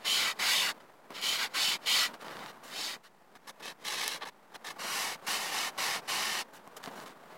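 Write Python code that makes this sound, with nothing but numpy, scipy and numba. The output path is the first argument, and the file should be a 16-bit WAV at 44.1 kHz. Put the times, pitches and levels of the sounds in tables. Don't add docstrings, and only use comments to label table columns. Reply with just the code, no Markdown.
import sys
import numpy as np
from scipy import signal
from scipy.fft import rfft, irfft, next_fast_len
from scipy.io import wavfile
from scipy.ndimage import uniform_filter1d
from numba import njit

SR = 44100
rng = np.random.default_rng(int(sys.argv[2]) if len(sys.argv) > 2 else 0)


def dump(signal):
    limited = np.clip(np.atleast_2d(signal).T, -1, 1)
    pcm = np.round(limited * 32767).astype(np.int16)
    wavfile.write(sys.argv[1], SR, pcm)


N = 325325


def from_db(db):
    return 10 ** (np.asarray(db) / 20)


def rms(x):
    return np.sqrt(np.mean(x ** 2) + 1e-20)


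def cut(x, hz, kind, order=4):
    return signal.sosfilt(signal.butter(order, hz, kind, fs=SR, output="sos"), x)


def noise(spectrum):
    hz, level_db = np.transpose(spectrum)
    size = next_fast_len(N)
    bins = np.maximum(np.fft.rfftfreq(size, 1 / SR), 1)
    colour = from_db(np.interp(np.log(bins), np.log(hz), level_db))
    white = rng.standard_normal(size)
    coloured = irfft(rfft(white) * colour, size)[:N]
    return coloured / rms(coloured)


def drift(rate_hz):
    slow = cut(rng.standard_normal(N + SR), rate_hz, "low", order=2)[SR:]
    return slow / rms(slow)


def evened(x):
    power = np.abs(uniform_filter1d(x ** 2, size=1500))
    return x / np.sqrt(power + 1e-12)


def resonate(x, modes):
    sections = []
    for hz, width_hz, level_db in modes:
        w = 2 * np.pi * hz / SR
        height = from_db(level_db / 2)
        damping = np.tan(np.pi * width_hz / SR)
        b = np.array([1 + damping * height, -2 * np.cos(w), 1 - damping * height])
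        a = np.array([1 + damping / height, -2 * np.cos(w), 1 - damping / height])
        sections.append(np.r_[b, a] / a[0])
    return signal.sosfilt(sections, x)


@njit
def moving_band(x, slope, damping):
    out, band, low = np.zeros(len(x)), 0.0, 0.0
    for i in range(len(x)):
        g = slope[i]
        v = (band + g * (x[i] - low)) / (1 + g * (g + damping))
        band, low = 2 * v - band, low + 2 * g * v
        out[i] = damping * v
    return out


def ring(clicks, hz, t60):
    r = from_db(-60 / (t60 * SR))
    w = 2 * np.pi * hz / SR
    return signal.lfilter([0, np.sin(w)], [1, -2 * r * np.cos(w), r * r], clicks + 1e-18)


def strikes(rows, scatter_db):
    s, level_db = np.transpose(rows)
    clicks = np.zeros(N)
    clicks[np.round(s * SR).astype(int)] = from_db(level_db + scatter_db * rng.standard_normal(len(s)))
    return clicks


def envelope(start, end, attack, release):
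    t = np.arange(N) / SR
    ramp = np.clip(np.minimum((t - start) / attack, (end - t) / release), 0, 1)
    return ramp * ramp * (3 - 2 * ramp)


def blend(contacts):
    gains, *controls = [np.array(column) for column in zip(*contacts)]
    power = gains ** 2
    weights = power + 1e-20
    blended = [(weights * control).sum(0) / weights.sum(0) for control in controls]
    return [np.sqrt(power.sum(0))] + blended


def with_hiss(friction, hiss_db, split_hz=6000):
    body = evened(cut(friction, split_hz, "low", order=5))
    hiss = evened(cut(friction, split_hz, "high", order=5))
    return body + from_db(hiss_db) * hiss


# (frequency [Hz], level [dB])
AIR_COLOUR = [(18, -29), (30, 1), (49, -18), (66, -31.5), (152, -1.5), (1140, -7.5), (1640, -20),
              (1820, -8), (2760, -19.5), (15500, -28.5)]
AIR_DB = -67


def still_air():
    return from_db(AIR_DB) * noise(AIR_COLOUR)


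RUMBLE_PER_RASP = .3


def shaking(rasp, coupling_db):
    return from_db(coupling_db) * rasp ** RUMBLE_PER_RASP


# (time [s], level [dB])
HOLDING = [(0, -57.5), (.8, -58), (1.0, -62), (2.55, -56.5), (3.05, -68), (3.55, -65.5), (4.4, -63.5),
           (5.2, -57), (5.75, -53), (6.5, -59), (6.95, -52.5), (7.17, -58), (7.38, -54.5)]
# (frequency [Hz], level [dB])
WING_COLOUR = [(45, -34), (64, -18.5), (100, -15), (140, -7.5), (180, -5), (250, -4.5), (330, -5),
               (500, -2.5), (890, -2), (1590, -8.5), (2250, -16), (3400, -20.5), (6000, -28), (12000, -31)]
# (frequency [Hz], width [Hz], gain [dB])
WING_BENDING = [(176.5, 17, 0), (215, 20, 3.5)]


def handling(drives, lumpy_db=1.77, trim_db=-1.44):
    holding_s, holding_db = np.transpose(HOLDING)
    holding = from_db(np.interp(np.arange(N) / SR, holding_s, holding_db))
    level = np.sqrt(holding ** 2 + sum(drive ** 2 for drive in drives))
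    rumble = resonate(noise(WING_COLOUR), WING_BENDING)
    rumble = rumble / rms(cut(rumble, [100, 700], "band"))
    return level * from_db(trim_db + lumpy_db * drift(45)) * rumble


# (time [s], level [dB])
BUMPS = [(1.105, -37.5), (2.143, -44), (2.217, -56), (6.675, -43), (6.853, -56), (6.875, -30.5),
         (7.038, -38)]
# (frequency [Hz], relative level [dB], 60 dB decay [s])
WING_MODES = [(194, -7, 0.055), (270, -13, 0.087), (420, -9, .04), (700, -7, 0.037), (1060, -4.5, 0.024),
              (1410, -12, 0.013), (2120, -4.5, 0.01)]


def bumps():
    knocks = 0
    for hz, level_db, t60 in WING_MODES:
        knocks = knocks + from_db(level_db) * ring(strikes(BUMPS, scatter_db=3.5), hz, t60)
    return cut(knocks, 200, "high", order=2)


# (time [s], level [dB])
SNAPS = [(1.1065, -38), (1.216, -27), (1.871, -24), (4.0794, -9.5), (6.676, -37), (6.768, -31)]


def snaps():
    clicks = strikes(SNAPS, scatter_db=.3)
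    crack = -1.5 * ring(clicks, 8000, .0004)
    t = np.arange(SR // 30) / SR
    decay = from_db(-16 - 60 * t / .009)
    splinters = cut(rng.standard_normal(len(t)), 2500, "high", order=1) * decay
    snap = crack + signal.fftconvolve(clicks, splinters)[:N]
    return cut(snap, 700, "high", order=2)


HAND_ECHOES = [.0007, .0011, .0016, .0023, .0031, .0042, .0056]
LOOSE_FLEX, ROLL_FLEX = .17, .11


def shifting_echoes(x, depth):
    out = x.copy()
    for delay_s in HAND_ECHOES:
        out += depth * drift(6) * np.roll(x, round(delay_s * SR))
    return out


# (frequency [Hz], 60 dB decay [s])
CREASE_MODES = [(1170, 0.0058), (1930, 0.0036), (3000, 0.0024), (4600, 0.0022)]
CREASES_PER_S, CREASE_SPREAD_DB = 90, 8


def creases():
    size_db = CREASE_SPREAD_DB * np.minimum(rng.exponential(1, N), 3)
    sizes = from_db(size_db) * rng.choice([-1, 1], N)
    clicks = sizes * (rng.random(N) < CREASES_PER_S / SR)
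    ticks = sum((-1) ** k * ring(clicks, hz, t60) for k, (hz, t60) in enumerate(CREASE_MODES))
    return ticks / rms(ticks)


# (start [s], end [s], swish [dB], hiss relative to swish [dB], wing rumble [dB])
BRUSHES = [(.797, 0.828, -52.5, -13, -58), (1.099, 1.162, -55, -16, -51), (2.079, 2.135, -57, -20, -48.5),
           (2.127, 2.171, -50, -11, -50), (2.2, 2.251, -48, -10, -50), (2.238, 2.484, -47.5, -13.5, -49.5),
           (2.454, 2.53, -47, -11, -54), (2.629, 2.75, -51, -3, -61), (3.028, 3.093, -54.5, -9, -73),
           (6.528, 6.595, -54, -3, -61), (6.761, 6.792, -45.5, 0.5, -47.5), (6.824, 6.881, -45, -6, -52),
           (6.867, 6.903, -44, -12, -51), (6.9, 6.968, -58, -6, -58), (6.949, 7.056, -51, -5.5, -52),
           (7.051, 7.103, -49.5, -7, -52), (7.087, 7.135, -55, -8, -57), (7.228, 7.252, -61, -12, -58),
           (7.292, 7.37, -62, -12, -56.5)]
BRUSH_ATTACK_S, BRUSH_RELEASE_S = 0.011, 0.027


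def light_touches():
    contacts, rumble = [], 0
    for start, end, swish_db, hiss_db, rumble_db in BRUSHES:
        shape = envelope(start, end, BRUSH_ATTACK_S, BRUSH_RELEASE_S)
        contacts.append((from_db(swish_db) * shape, np.full(N, hiss_db)))
        rumble = rumble + from_db(rumble_db) * shape
    return blend(contacts) + [rumble]


# (frequency [Hz], level [dB])
BRUSH_COLOUR = [(530, -37), (900, -14), (1170, 4), (1330, -6), (1930, 0), (2480, -10.5), (3000, -3.5),
                (3260, -12), (3540, -5.5), (6650, -18.5), (15500, -27)]
CREASE_DB = -3.5


def brushing(crinkle_db=0.5, trim_db=-2):
    level, hiss_db, wing_drive = light_touches()
    crinkle = from_db(crinkle_db * drift(114))
    swish = shifting_echoes(noise(BRUSH_COLOUR), LOOSE_FLEX) + from_db(CREASE_DB) * creases()
    return level * from_db(trim_db) * crinkle * with_hiss(swish, hiss_db), wing_drive


# (time [s], half width [s], nearness [0-1])
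NODE_CROSSINGS = [(.11, 0.066, 0.9), (.59, 0.054, 1), (1.26, 0.11, 0.67), (1.68, 0.068, 0.7),
                  (1.91, 0.059, 0.92), (6.35, 0.074, 0.14)]
# (low edge [Hz], high edge [Hz], level away from the line [dB], change on the line [dB])
PANEL_BANDS = [(1200, 1860, 3.5, -10), (2860, 3450, -1, 9.5), (3800, 3900, 1.5, -11)]


def panel(x):
    t = np.arange(N) / SR
    on_line = sum(nearness * np.exp(-((t - s) / half_s) ** 2) for s, half_s, nearness in NODE_CROSSINGS)
    for low_hz, high_hz, away_db, change_db in PANEL_BANDS:
        band_gain = from_db(away_db + change_db * on_line)
        x = x + (band_gain - 1) * cut(x, [low_hz, high_hz], "band", order=1)
    return x


DRAG_S, DRAG_DB = 0.052, -21
RASP_PER_SPEED, HISS_PER_SPEED = 1.0, 0.65
SPEED_CURVE = 1.3


def stroking(strokes):
    t, contacts = np.arange(N) / SR, []
    for start, end, rasp_db, attack, release, fastest, slowing, contact_hz, hiss_db in strokes:
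        away = np.interp(t, start + (end - start) * np.array([0, fastest, 1]), [-1, 0, 1])
        speed = 1 - slowing * np.abs(away) ** SPEED_CURVE
        bite = envelope(start, end, attack, release)
        drag = from_db(DRAG_DB) * envelope(start - DRAG_S, end, DRAG_S, release)
        rasp = from_db(rasp_db) * np.maximum(bite, drag) * speed ** RASP_PER_SPEED
        contacts.append((rasp, contact_hz * speed, hiss_db + HISS_PER_SPEED * 20 * np.log10(speed)))
    return blend(contacts)


def sanding(motion, grit, modes, focus, damping, judder_db, trim_db, flex):
    rasp, contact_hz, hiss_db = motion
    friction = noise(grit)
    contact_hz = np.clip(contact_hz * np.exp(.06 * drift(40)), 300, 9000)
    friction = friction + focus * moving_band(friction, np.tan(np.pi * contact_hz / SR), damping)
    radiated = shifting_echoes(panel(resonate(friction, modes)), flex)
    judder = from_db(judder_db * drift(74))
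    return rasp * from_db(trim_db) * judder * with_hiss(radiated, hiss_db)


# (start [s], end [s], rasp [dB], attack [s], release [s], fastest point [share of length],
#  speed lost at the ends [share], top rate of grit contacts [Hz], foam hiss relative to rasp [dB])
ROOT_STROKES = [(3.35, 3.38, -50, 0.0044, 0.013, .4, 0.13, 1420, -9.5),
                (3.465, 3.518, -43.5, 0.017, 0.021, 0.46, 0.17, 1840, -4),
                (3.594, 3.619, -46, 0.0064, 0.0089, .4, 0.11, 1300, -11),
                (3.618, 3.742, -40.5, 0.012, 0.04, 0.3, 0.35, 2900, -5.5),
                (3.832, 4.2, -34, 0.035, 0.066, 0.22, 0.14, 2580, -3.5),
                (4.207, 4.251, -37, 0.0074, 0.012, .3, 0.12, 1560, -19),
                (4.25, 4.305, -41, 0.0051, .018, 0.43, 0.13, 1420, -9.5),
                (4.535, 4.573, -42, 0.016, 0.017, 0.44, 0.2, 1660, -7.5),
                (4.641, 4.738, -40, 0.0061, .025, 0.24, 0.31, 1800, -5.5)]
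# (frequency [Hz], level [dB])
ROOT_GRIT = [(150, -52), (300, -3.5), (550, -9), (850, 6), (1500, -5.5), (2500, 3.5), (4500, 2),
             (6500, -14), (8500, -17), (11500, -19), (15500, -27)]
# (frequency [Hz], width [Hz], gain [dB])
ROOT_MODES = [(447, 170, 11.5), (1170, 140, 7.5), (1360, 150, -11), (1714, 190, 7), (2420, 170, -10),
              (2810, 230, -7), (3360, 200, -1.5), (3840, 160, 0.5), (4570, 280, -8), (6610, 370, 7.5),
              (6800, 440, -8), (9250, 200, -5), (10500, 320, 6)]


def root_sanding():
    motion = stroking(ROOT_STROKES)
    sound = sanding(motion, ROOT_GRIT, ROOT_MODES, focus=2.3, damping=1.0,
                    judder_db=2.08, trim_db=-3.44, flex=LOOSE_FLEX)
    return sound, shaking(motion[0], coupling_db=-41.5)


# (start [s], end [s], rasp [dB], attack [s], release [s], fastest point [share of length],
#  speed lost at the ends [share], top rate of grit contacts [Hz], foam hiss relative to rasp [dB])
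EDGE_STROKES = [(4.778, 5.172, -35.5, 0.023, 0.039, 0.57, 0.64, 2550, -4),
                (5.263, 5.415, -34, 0.0073, .05, .35, .2, 2600, -5),
                (5.37, 5.53, -37.5, 0.031, 0.03, 0.28, 0.37, 2100, -5),
                (5.485, 5.718, -34.5, 0.051, 0.048, 0.46, 0.34, 2530, -6),
                (5.773, 6.018, -33.5, 0.0089, 0.065, 0.25, 0.38, 2300, -6.5),
                (6.069, 6.44, -34, 0.024, .035, 0.17, 0.23, 2520, -6.5)]
# (frequency [Hz], level [dB])
EDGE_GRIT = [(150, -50), (300, -15), (550, -16.5), (850, -2.5), (1500, -5.5), (2500, -0.5), (4500, -0.5),
             (6500, -6.5), (8500, -8), (11500, -10.5), (15500, -20.5)]
# (frequency [Hz], width [Hz], gain [dB])
EDGE_MODES = [(450, 94, 7), (763, 200, 10), (1099, 180, 8), (1590, 98, -3), (1840, 240, 6),
              (2200, 130, 5.5), (2440, 210, -4), (2950, 400, 5), (3300, 220, -5.5), (4360, 58, 4),
              (4970, 92, 5), (5240, 190, 2), (5850, 380, 4), (9250, 400, -2.9)]


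def edge_sanding():
    motion = stroking(EDGE_STROKES)
    sound = sanding(motion, EDGE_GRIT, EDGE_MODES, focus=0.4, damping=0.82,
                    judder_db=0.5, trim_db=0.64, flex=ROLL_FLEX)
    return sound, shaking(motion[0], coupling_db=-38.5)


# (start [s], end [s], rasp [dB], attack [s], release [s], fastest point [share of length],
#  speed lost at the ends [share], top rate of grit contacts [Hz], foam hiss relative to rasp [dB])
FINGER_STROKES = [(.038, .344, -27.5, 0.028, 0.044, 0.29, 0.47, 3230, -7.5),
                  (.384, .732, -27, 0.015, 0.034, 0.38, 0.51, 2970, -6.5),
                  (1.128, 1.215, -41.5, 0.034, 0.015, 0.42, 0.14, 2620, -11.5),
                  (1.19, 1.415, -30, 0.058, 0.063, 0.46, 0.46, 3340, -7),
                  (1.375, 1.492, -30.5, 0.013, 0.057, 0.57, 0.24, 2440, -10),
                  (1.529, 1.785, -28, 0.029, 0.05, 0.44, 0.47, 3320, -7),
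                  (1.848, 2.1, -26, 0.033, 0.068, .45, 0.34, 3320, -7.5),
                  (2.665, 2.982, -36.5, 0.11, 0.043, 0.58, 0.7, 4030, -5.5)]
# (frequency [Hz], level [dB])
FINGER_GRIT = [(150, -45.5), (300, -27.5), (550, -10.5), (850, -3.5), (1500, -1.5), (2500, -4.5), (4500, 0),
               (6500, -6), (8500, -7.5), (11500, -11), (15500, -15)]
# (frequency [Hz], width [Hz], gain [dB])
FINGER_MODES = [(1070, 230, 3.5), (1720, 180, -3), (1970, 80, 6.5), (2274, 180, 5.5), (2640, 170, 1),
                (3030, 230, 5.5), (3310, 66, -4), (3704, 65, 5), (4130, 250, 3.5), (4570, 130, 4.5),
                (4970, 170, -0.5), (5370, 220, 6), (5560, 350, -4.5), (6870, 270, 5), (9300, 290, -5),
                (10260, 500, 3), (13100, 1900, 1.5)]


def fingertip_sanding():
    motion = stroking(FINGER_STROKES)
    sound = sanding(motion, FINGER_GRIT, FINGER_MODES, focus=1.75, damping=1.0,
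                    judder_db=0.52, trim_db=-0.91, flex=LOOSE_FLEX)
    return sound, shaking(motion[0], coupling_db=-41.0)


def scene():
    brush, brush_drive = brushing()
    root, root_drive = root_sanding()
    edge, edge_drive = edge_sanding()
    finger, finger_drive = fingertip_sanding()
    rumble = handling([finger_drive, root_drive, edge_drive, brush_drive])
    mono = still_air() + rumble + bumps() + snaps() + brush + root + edge + finger
    return np.stack([mono, mono])


MIC_LOW_CUT_HZ, CUTOFF_HZ = 99, 15900


def record(dry):
    heard = cut(dry, MIC_LOW_CUT_HZ, "high", order=1)
    offset = -.0005
    steep = signal.ellip(12, .1, 80, CUTOFF_HZ, fs=SR, output="sos")
    return offset + signal.sosfilt(steep, heard)


dry = scene()
out = record(dry)
dump(out)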